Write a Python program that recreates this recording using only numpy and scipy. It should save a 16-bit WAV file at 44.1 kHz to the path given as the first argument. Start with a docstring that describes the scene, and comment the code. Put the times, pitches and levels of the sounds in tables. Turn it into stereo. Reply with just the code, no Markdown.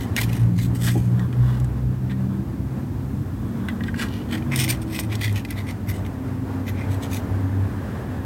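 """Distant traffic rumbles and an engine pulls away while, close by, a thin metal stencil scrapes over brick.
Its edge catches on the grit in short scrapes and ticks; the sheet rings briefly, damped by hand and wall.
It wobbles, rubs lightly along, then squeals thinly as it is dragged flat and pressed into place.
On the road, farther vehicles hum, a second engine slows to idle and a car's tyres draw nearer."""
import sys
import numpy as np
from scipy import signal
from scipy.fft import rfft, irfft, next_fast_len
from scipy.io import wavfile

SR = 44100
rng = np.random.default_rng(int(sys.argv[2]) if len(sys.argv) > 2 else 0)


def waveform_to_disk(signal):
    """Save audio, clipped to [-1, 1], as 16-bit WAV at the path in sys.argv[1]."""
    frames = np.transpose(np.atleast_2d(signal))
    scaled = np.clip(frames, -1, 1) * 32767
    samples = np.round(scaled).astype(np.int16)
    wavfile.write(sys.argv[1], SR, samples)


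N = 363825
TIME = np.arange(N) / SR


def amp(db):
    """Decibels to gain."""
    return 10 ** (np.asarray(db) / 20)


def unit_rms(x):
    """Scales to rms 1."""
    return x / np.sqrt(np.mean(x ** 2) + 1e-20)


def unit_energy(x):
    """Scales each channel to energy 1."""
    return x / np.linalg.norm(x, axis=-1, keepdims=True)


def curve_at(points, hz):
    """Reads a curve on a log-frequency axis."""
    f, value = np.transpose(points)
    return np.interp(np.log(hz + 1), np.log(f + 1), value)


def add(mix, s, sound):
    """Mixes a sound in at time s."""
    start = round(s * SR)
    sound = sound[:, max(-start, 0):]
    part = mix[:, max(start, 0):][:, :sound.shape[1]]
    part += sound[:, :part.shape[1]]


def equalise(x, eq):
    """Minimum-phase EQ, so that attacks stay sharp."""
    size = next_fast_len(x.shape[-1] + 2048) * 2
    log_gain = np.log(amp(curve_at(eq, abs(np.fft.fftfreq(size, 1 / SR)))))
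    response = np.exp(np.conj(signal.hilbert(log_gain)))[:size // 2 + 1]
    return irfft(rfft(x, size) * response, size)[..., :x.shape[-1]]


def wander(length, per_s):
    """Random modulation of rms about 1, with per_s breakpoints a second."""
    at = np.arange(length) * per_s / SR
    knots = np.random.default_rng(rng.integers(2 ** 31)).standard_normal(int(at[-1]) + 2)
    return np.interp(at, np.arange(len(knots)), knots) * np.sqrt(3 / 2)


# stereo image of the noise beds: f/Hz, left-right correlation
STEREO_CORRELATION = [(100, 0.96), (200, .96), (350, 0.84), (700, 0.64), (1400, 0.45), (3000, 0),
                      (15000, 0.022)]


def noise_bed(eq):
    """Steady shaped noise of rms 1, nearly mono in the bass and wide in the treble."""
    size = next_fast_len(N, True)
    hz = np.fft.rfftfreq(size, 1 / SR)
    left, other = rfft(rng.standard_normal((2, size)))
    shared = np.clip(curve_at(STEREO_CORRELATION, hz), -1, 1)
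    right = shared * left + np.sqrt(1 - shared ** 2) * other
    spectrum = np.array([left, right]) * amp(curve_at(eq, hz))
    return unit_rms(irfft(spectrum, size)[:, :N])


# fader moves of the traffic: t/s, rumble level/dB, tyre level/dB
TRAFFIC_FADERS = [(0, -32.5, -41), (.7, -32, -45.5), (2, -35, -44.5), (3, -33, -46), (4.4, -33, -41),
                  (5.7, -35, -43.5), (7.1, -33.5, -38), (8.25, -33.5, -40)]
# tone of the rumble and of the tyre roar: f/Hz, level/dB
RUMBLE_EQ = [(20, -30), (38, -34), (58, -2), (76, -2.5), (95, 3), (125, -1), (160, -7.5), (200, -3),
             (270, -5), (340, -13), (450, -26.5), (800, -49.5)]
TYRE_EQ = [(150, -15), (400, 8), (600, 2.5), (780, 2), (1050, 0), (1300, -4), (1750, -6), (2300, -12.5),
           (3500, -19.5), (6000, -24.5), (15000, -30)]


def road(rumble_gain_db=6.0, tyre_gain_db=2, swell_db=1.47):
    """Low rumble and gently fluttering tyre roar of distant traffic."""
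    s, rumble_db, tyre_db = np.transpose(TRAFFIC_FADERS)
    rumble = noise_bed(RUMBLE_EQ) * amp(rumble_gain_db + np.interp(TIME, s, rumble_db))
    tyres = noise_bed(TYRE_EQ) * amp(tyre_gain_db + np.interp(TIME, s, tyre_db))
    return rumble + tyres * amp(swell_db * wander(N, 14))


def engine_tone(start, end, hz, level_db, waver_db=1.8, waver_hz=0.55, fade_s=0.12):
    """One low firing tone, all that carries from the road; it wavers on the way."""
    fade = np.clip(np.minimum(TIME - start, end - TIME) / fade_s + 1, 0, 1)
    cycles = np.cumsum(hz + waver_hz * wander(N, 18)) / SR
    return fade * amp(level_db + waver_db * wander(N, 22)) * np.sin(2 * np.pi * cycles)


# swell and tone of the departing engine: t/s, level/dB, tilt about the second order/(dB per order)
PULL_AWAY_FADERS = [(0, -27.5, -5), (.2, -27.5, -6), (.32, -14, -3.5), (.37, -27, 3), (.43, -9.5, 0),
                    (.55, -23, 13), (.63, -15, 3), (.76, -22.5, 2.5), (.86, -15.5, 1.5), (1.22, -17.5, 6.5),
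                    (1.3, -26.5, 7), (1.41, -14.5, -6), (1.64, -18, -12), (1.74, -31, -20), (1.86, -17, -9),
                    (2.15, -23, 9), (2.4, -27.5, 14.5), (2.6, -31.5, -19), (3.2, -27.5, 1)]
# balance of once, twice and three times its firing rate: level/dB
ENGINE_ORDERS = [-16.5, 0.5, -10.5]


def pulling_away(start_hz=56.55, climb_hz_per_s=3.4):
    """The lowest orders of an engine that gathers speed and recedes."""
    s, level_db, tilt_db = np.transpose(PULL_AWAY_FADERS)
    firing_hz = start_hz + climb_hz_per_s * TIME
    out = np.zeros(N)
    for order, order_db in enumerate(ENGINE_ORDERS, 1):
        fader_db = np.interp(TIME, s, level_db + (order - 2) * tilt_db)
        out += engine_tone(s[0], s[-1], order * firing_hz, order_db + fader_db)
    return out


# tone of the noise floor: f/Hz, level/dB
HISS_EQ = [(1000, 13), (2500, 17.5), (4500, 12), (7000, 7.5), (8500, 11.5), (10000, -37), (12500, 15),
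           (16000, 6)]


def hiss(level_db=-56.5):
    """A faint, steady hiss under everything."""
    return amp(level_db) * noise_bed(HISS_EQ)


def stroke(t, length, rise_share=0.45, ends_db=-20, roundness=1.46):
    """Speed of the sheet as one push of the hand swells and dies, peaking at 1 when t = 0."""
    from_peak = np.maximum(-t / rise_share, t / (1 - rise_share)) / length
    return amp(ends_db * from_peak ** roundness)


def grit(length, grains_per_s=2500, size_db=5.5, dust=0.32):
    """Force on one contact point: sand grains of very uneven size, and fine dust between them."""
    sizes = amp(size_db * np.minimum(rng.exponential(1, length), 3.4))
    hits = rng.random(length) < grains_per_s / SR
    grains = sizes * hits * rng.choice([-1, 1], length)
    return unit_rms(grains) + dust * rng.standard_normal(length)


# how the hand holds the sheet to the wall: t/s, flatness (0 one edge touches, 1 pressed flat)
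HAND_PRESSURE = [(0, 0.56), (.86, 0.57), (1, 0.039), (4.05, 0.039), (4.6, 0.76), (6.8, 0.94), (6.95, .3),
                 (7.15, 0.51)]
# tone of a grain's click and the dense ring behind it: f/Hz, level/dB
GRAIN_EQ = [(200, -23.5), (700, -2.5), (1100, -4), (1800, 1.5), (3100, -9), (4500, -3.5), (7000, -4),
            (9000, -22.5), (10300, -8), (12500, -6), (15800, -12.5)]
# the modes that stand out: f/Hz, t60/s, level on edge/dB, level pressed flat/dB
SHEET_MODES = [ (1637, 0.03, -2.5, -33), (1907, 0.057, -3, -20.5), (2047, 0.021, -22.5, 3.5),
               (2422, 0.015, -10, -7), (3003, 0.015, -6.5, -13.5), (3484, 0.004, -4.5, -7.5),
               (4086, 0.045, -16.5, -23), (5310, 0.0086, -51, -8.5), (5820, 0.033, -21, -37),
               (6060, 0.0077, -40, -24), (7970, 0.018, -9.5, -14), (8890, 0.01, -22, -11),
               (9320, .014, -13.5, -16), (11450, 0.0082, -21, -28), (12600, 0.0039, -30, -7)]


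def sheet_ring(s, bright_db, dense_t60=0.021, dense_db=3, modes_db=2.0,
               spot_db=2.5, tail_db=-18, tail_t60=0.14, detune=0.024, damped_db=-3):
    """The sheet struck by one grain at time s: a click, a thicket of damped modes, a few clear ones."""
    t = np.arange(SR // 16) / SR
    flatness = np.interp(s, *np.transpose(HAND_PRESSURE))
    decay = amp(-60 * t / dense_t60) + amp(tail_db - 60 * t / tail_t60)
    dense = unit_energy(rng.standard_normal((2, len(t))) * decay)
    click = np.zeros_like(dense)
    click[[0, 1], rng.integers(0, 24, 2)] = 1  # the contact point is nearer to one ear or the other
    body = unit_energy(equalise(click + amp(dense_db) * dense, GRAIN_EQ))
    hz, t60, edge_db, flat_db = np.transpose(SHEET_MODES)[:, :, None]
    spot, bend = rng.standard_normal((2, len(hz), 1))  # each contact point and bend favours other modes
    phase = rng.uniform(0, 2 * np.pi, (2, len(hz), 1))
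    bent_hz = hz * (1 + detune * bend)
    modes = unit_energy(amp(-60 * t / t60) * np.sin(2 * np.pi * bent_hz * t + phase))
    balance_db = edge_db + flatness * (flat_db - edge_db) + spot_db * spot
    ring = (modes * amp(modes_db + balance_db)).sum(1)
    # the wall damps the low modes of a pressed sheet; sharper grit adds treble
    tilt = [(1450, damped_db * flatness), (2000, 0), (7500, bright_db)]
    return unit_energy(equalise(body + ring, tilt))


# one push a row: peak t/s, length/s, level/dB, brightness/dB
PUSHES = [ (0.012, 0.18, -37.5, -3), (0.181, .04, -17.5, -9), (0.21, 0.11, -23, -2),
          (0.292, 0.062, -35, -6), (0.351, 0.2, -37, -3.5), (0.597, 0.092, -36.5, -2),
          (0.635, .094, -37, 12), (0.758, 0.042, -35, 9), (0.859, 0.16, -26.5, 7),
          (0.883, 0.067, -23.5, -9.5), (0.949, 0.36, -41, 3.5), (1.497, 0.33, -44, -5),
          (2.111, 0.061, -35.5, -14), (3.695, .044, -35.5, -23), (3.874, .09, -38.5, -9),
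          (4.014, 0.12, -22, -10.5), (4.149, 0.21, -40, -3), (4.336, 0.092, -28, -7.5),
          (4.535, 0.062, -23, -16), (4.604, 0.15, -20, 2.5), (4.701, 0.046, -14.5, 5.5),
          (4.728, 0.08, -28, -2), (4.823, 0.033, -38.5, 7), (4.955, 0.16, -30.5, 3.5),
          (5.001, 0.023, -25, 14), (5.038, .05, -38, 0), (5.129, 0.082, -30, -8), (5.246, 0.12, -24, -7.5),
          (5.372, 0.075, -26.5, -6), (5.508, 0.069, -33, -12), (5.591, 0.099, -35.5, -6),
          (5.692, 0.091, -34.5, -6.5), (5.895, 0.052, -28.5, -1.5), (5.947, 0.12, -39.5, -1),
          (6.063, 0.03, -36.5, -4), (6.685, 0.066, -31.5, -3), (6.802, 0.17, -37, -16),
          (6.925, 0.1, -40, 0), (7.036, 0.065, -34.5, 1), (7.145, .113, -31, 3.5)]
# thin squeal of the edge as it is dragged flat: f/Hz, level/dB
SQUEAL_EQ = [(2000, -1), (2400, 3.5), (4200, -3), (5500, 2.5), (7400, -6), (8500, 5), (9400, 5),
             (10200, -11), (11800, -2.5), (13600, -0.5), (16000, -2)]


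def scrapes(slip_db=2.5, slips_per_s=240, contacts=2, squeal_from_s=4.57, squeal_to_s=5.06):
    """The edge rides over the sand at several points at once, in clumps as it sticks and slips."""
    out = np.zeros((2, N))
    t = np.arange(-SR // 5, SR // 4) / SR
    for s, length, level_db, bright_db in PUSHES:
        speed = stroke(t, length)
        stick_slip = speed * amp(slip_db * wander(len(t), slips_per_s))
        scrape = 0
        for _ in range(contacts):
            force = stick_slip * grit(len(t))
            scrape += signal.fftconvolve(force[None], sheet_ring(s, bright_db), axes=1)
        if squeal_from_s < s < squeal_to_s:
            scrape = equalise(scrape, SQUEAL_EQ)
        add(out, s + t[0], amp(level_db) * np.linalg.norm(speed) * unit_energy(scrape))
    return out


# the edge snags on a grain: t/s, relative level/dB, relative treble/dB
CATCHES = [(0.1647, -10.5, -5), (.2345, -18, -5), (.3305, -22.5, -1), (.5878, -22, -17),
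           (1.1946, -21.5, -16.5), (1.3282, -29, -16), (1.6006, -35, 5), (1.6448, -33, 4),
           (3.686, -16, -16), (3.807, -20.5, -50), (3.8373, -19, -19.5), (3.8835, -20, -42),
           (3.9433, -18, -30), (4.3794, -25.5, -14), (4.4234, -27, -24), (4.52, -26, -7), (4.56, -11.5, 7),
           (4.5774, -16, -10), (4.6466, -14.5, 0), (4.6793, -16.5, -13), (4.9902, -12.5, -14),
           (5.12, -25, -20), (5.154, -21, -6), (5.216, -20.5, -9), (5.3265, -27, 21), (5.45, -19.5, -14),
           (5.5065, -20, 10), (5.709, -28, -1), (6.05, -30, -26), (6.6794, -22, -30)]


def ticks(gain_db=16, bright_db=6, crumble_db=-6):
    """Hard catches of the edge: one blow, then the grain crumbles for a few milliseconds."""
    out = np.zeros((2, N))
    t = np.arange(SR // 30) / SR
    crumbling = amp(-20 * t / .01)  # 20 dB down in 10 ms
    for s, level_db, treble_db in CATCHES:
        force = amp(crumble_db) * unit_energy(rng.standard_normal(len(t)) ** 3 * crumbling)
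        force[0] += .5  # the blow
        ring = sheet_ring(s, treble_db + bright_db, dense_t60=.012, dense_db=5, modes_db=3.5)
        tick = unit_energy(signal.fftconvolve(force[None], ring, axes=1))
        add(out, s, amp(level_db + gain_db) * tick)
    return out


# the sheet flexes: t/s, level/dB, t60/s
WOBBLES = [(.952, -21, .2), (6.049, -33, .12)]
# its hollow tone: f/Hz, level/dB
WOBBLE_EQ = [(100, -14), (220, -2), (320, 12), (500, -13), (800, -2), (1200, -53), (3000, -59)]


def flexes():
    """Dull wobbles of the whole sheet as it meets the wall."""
    out = np.zeros((2, N))
    t = np.arange(SR // 3) / SR
    for s, level_db, t60 in WOBBLES:
        wobble = unit_rms(equalise(rng.standard_normal((1, len(t))), WOBBLE_EQ))
        add(out, s, wobble * amp(level_db - 60 * t / t60))
    return out


# the face of the sheet brushes the brick: peak t/s, length/s, relative level/dB
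FACE_RUBS = [(1.22, .22, -41.5), (1.497, .28, -39), (2.337, 0.16, -45), (3.397, 0.98, -50.5),
             (3.688, 0.28, -42.5), (4.03, 0.1, -34), (4.56, 0.44, -41)]
# its soft midrange tone: f/Hz, level/dB
RUB_EQ = [(500, -21), (1100, 4.5), (1320, -3), (1560, 2.5), (1780, -2), (2150, -40), (2750, -27),
          (3400, -6.5), (4300, -26), (15000, -24)]


def slide(gain_db=-1, judder_db=1.6, judders_per_s=70):
    """Light rubbing stirs the sheet's lower modes and a thin ring near 3.4 kHz, in small judders."""
    judder = amp(judder_db * wander(N, judders_per_s))
    rubbing = sum(amp(level_db) * stroke(TIME - s, length) for s, length, level_db in FACE_RUBS)
    return amp(gain_db) * noise_bed(RUB_EQ) * rubbing * judder


# one far vehicle a row: start t/s, end t/s, first f/Hz, last f/Hz, relative level/dB
FAR_VEHICLES = [(2.357, 2.5, 325, 334, -36), (3.497, 3.806, 191, 195.2, -31.5),
                (3.548, 4.611, 228.9, 239.3, -28.5), (4.35, 5.067, 318.8, 323, -32.5),
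                (6.149, 7.699, 259.2, 277.3, -31.5)]


def far_hums():
    """Farther vehicles hum, rising slightly in pitch as they gather speed."""
    return sum(engine_tone(start, end, np.interp(TIME, [start, end], [first_hz, last_hz]), level_db)
               for start, end, first_hz, last_hz, level_db in FAR_VEHICLES)


# fader moves of the slowing engine: t/s, level/dB
SLOWING_FADER = [(4.482, -23.5), (4.7, -20.5), (4.95, -27.5), (5.32, -17.5), (5.4, -31.5), (5.981, -23),
                 (6.15, -31.5), (6.83, -30.5), (6.9, -18), (7.02, -27.5), (7.25, -31), (7.35, -18.5),
                 (7.68, -17), (7.73, -35)]


def slowing_down(rev_hz=139, idle_hz=97.2, settle_s=.44):
    """An engine's firing tone sinks from high revs to idle as the throttle is let go."""
    s, level_db = np.transpose(SLOWING_FADER)
    coasting_s = np.maximum(TIME - s[0], 0)
    firing_hz = idle_hz + (rev_hz - idle_hz) * np.exp(-coasting_s / settle_s)
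    return engine_tone(s[0], s[-1], firing_hz, np.interp(TIME, s, level_db))


# tone of one car's tread on the road: f/Hz, level/dB
TREAD_EQ = [(300, 0.5), (1000, -1.5), (1350, -5), (1750, 2.5), (2200, -16), (3400, -14.5), (4500, -30),
            (15000, -32)]


def nearing_car(nearest_s=7.97, pass_s=.5, nearest_db=-42.5):
    """Tread noise of one car, growing as its distance shrinks."""
    distance = np.sqrt(1 + ((TIME - nearest_s) / pass_s) ** 2)  # 1 at its nearest
    return noise_bed(TREAD_EQ) * amp(nearest_db) / distance


def scene(stencil_left_db=-0.24, street_left_db=0.37, engine_gain_db=-1):
    """The stencil a little to the right, the street a little to the left, over faint hiss."""
    stencil = scrapes() + ticks() + slide() + flexes()
    street = road() + nearing_car()
    street += amp(engine_gain_db) * (far_hums() + pulling_away() + slowing_down())
    stencil_pan = amp([[stencil_left_db], [-stencil_left_db]])
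    street_pan = amp([[street_left_db], [-street_left_db]])
    return stencil * stencil_pan + street * street_pan + hiss()


def record(dry, cutoff_hz=16050):
    """A steep low-pass takes the very top off the mix."""
    low_pass = signal.firwin(401, cutoff_hz, window=("kaiser", 9), fs=SR)
    return signal.oaconvolve(dry, low_pass[None], "same")


dry = scene()
out = record(dry)
waveform_to_disk(out)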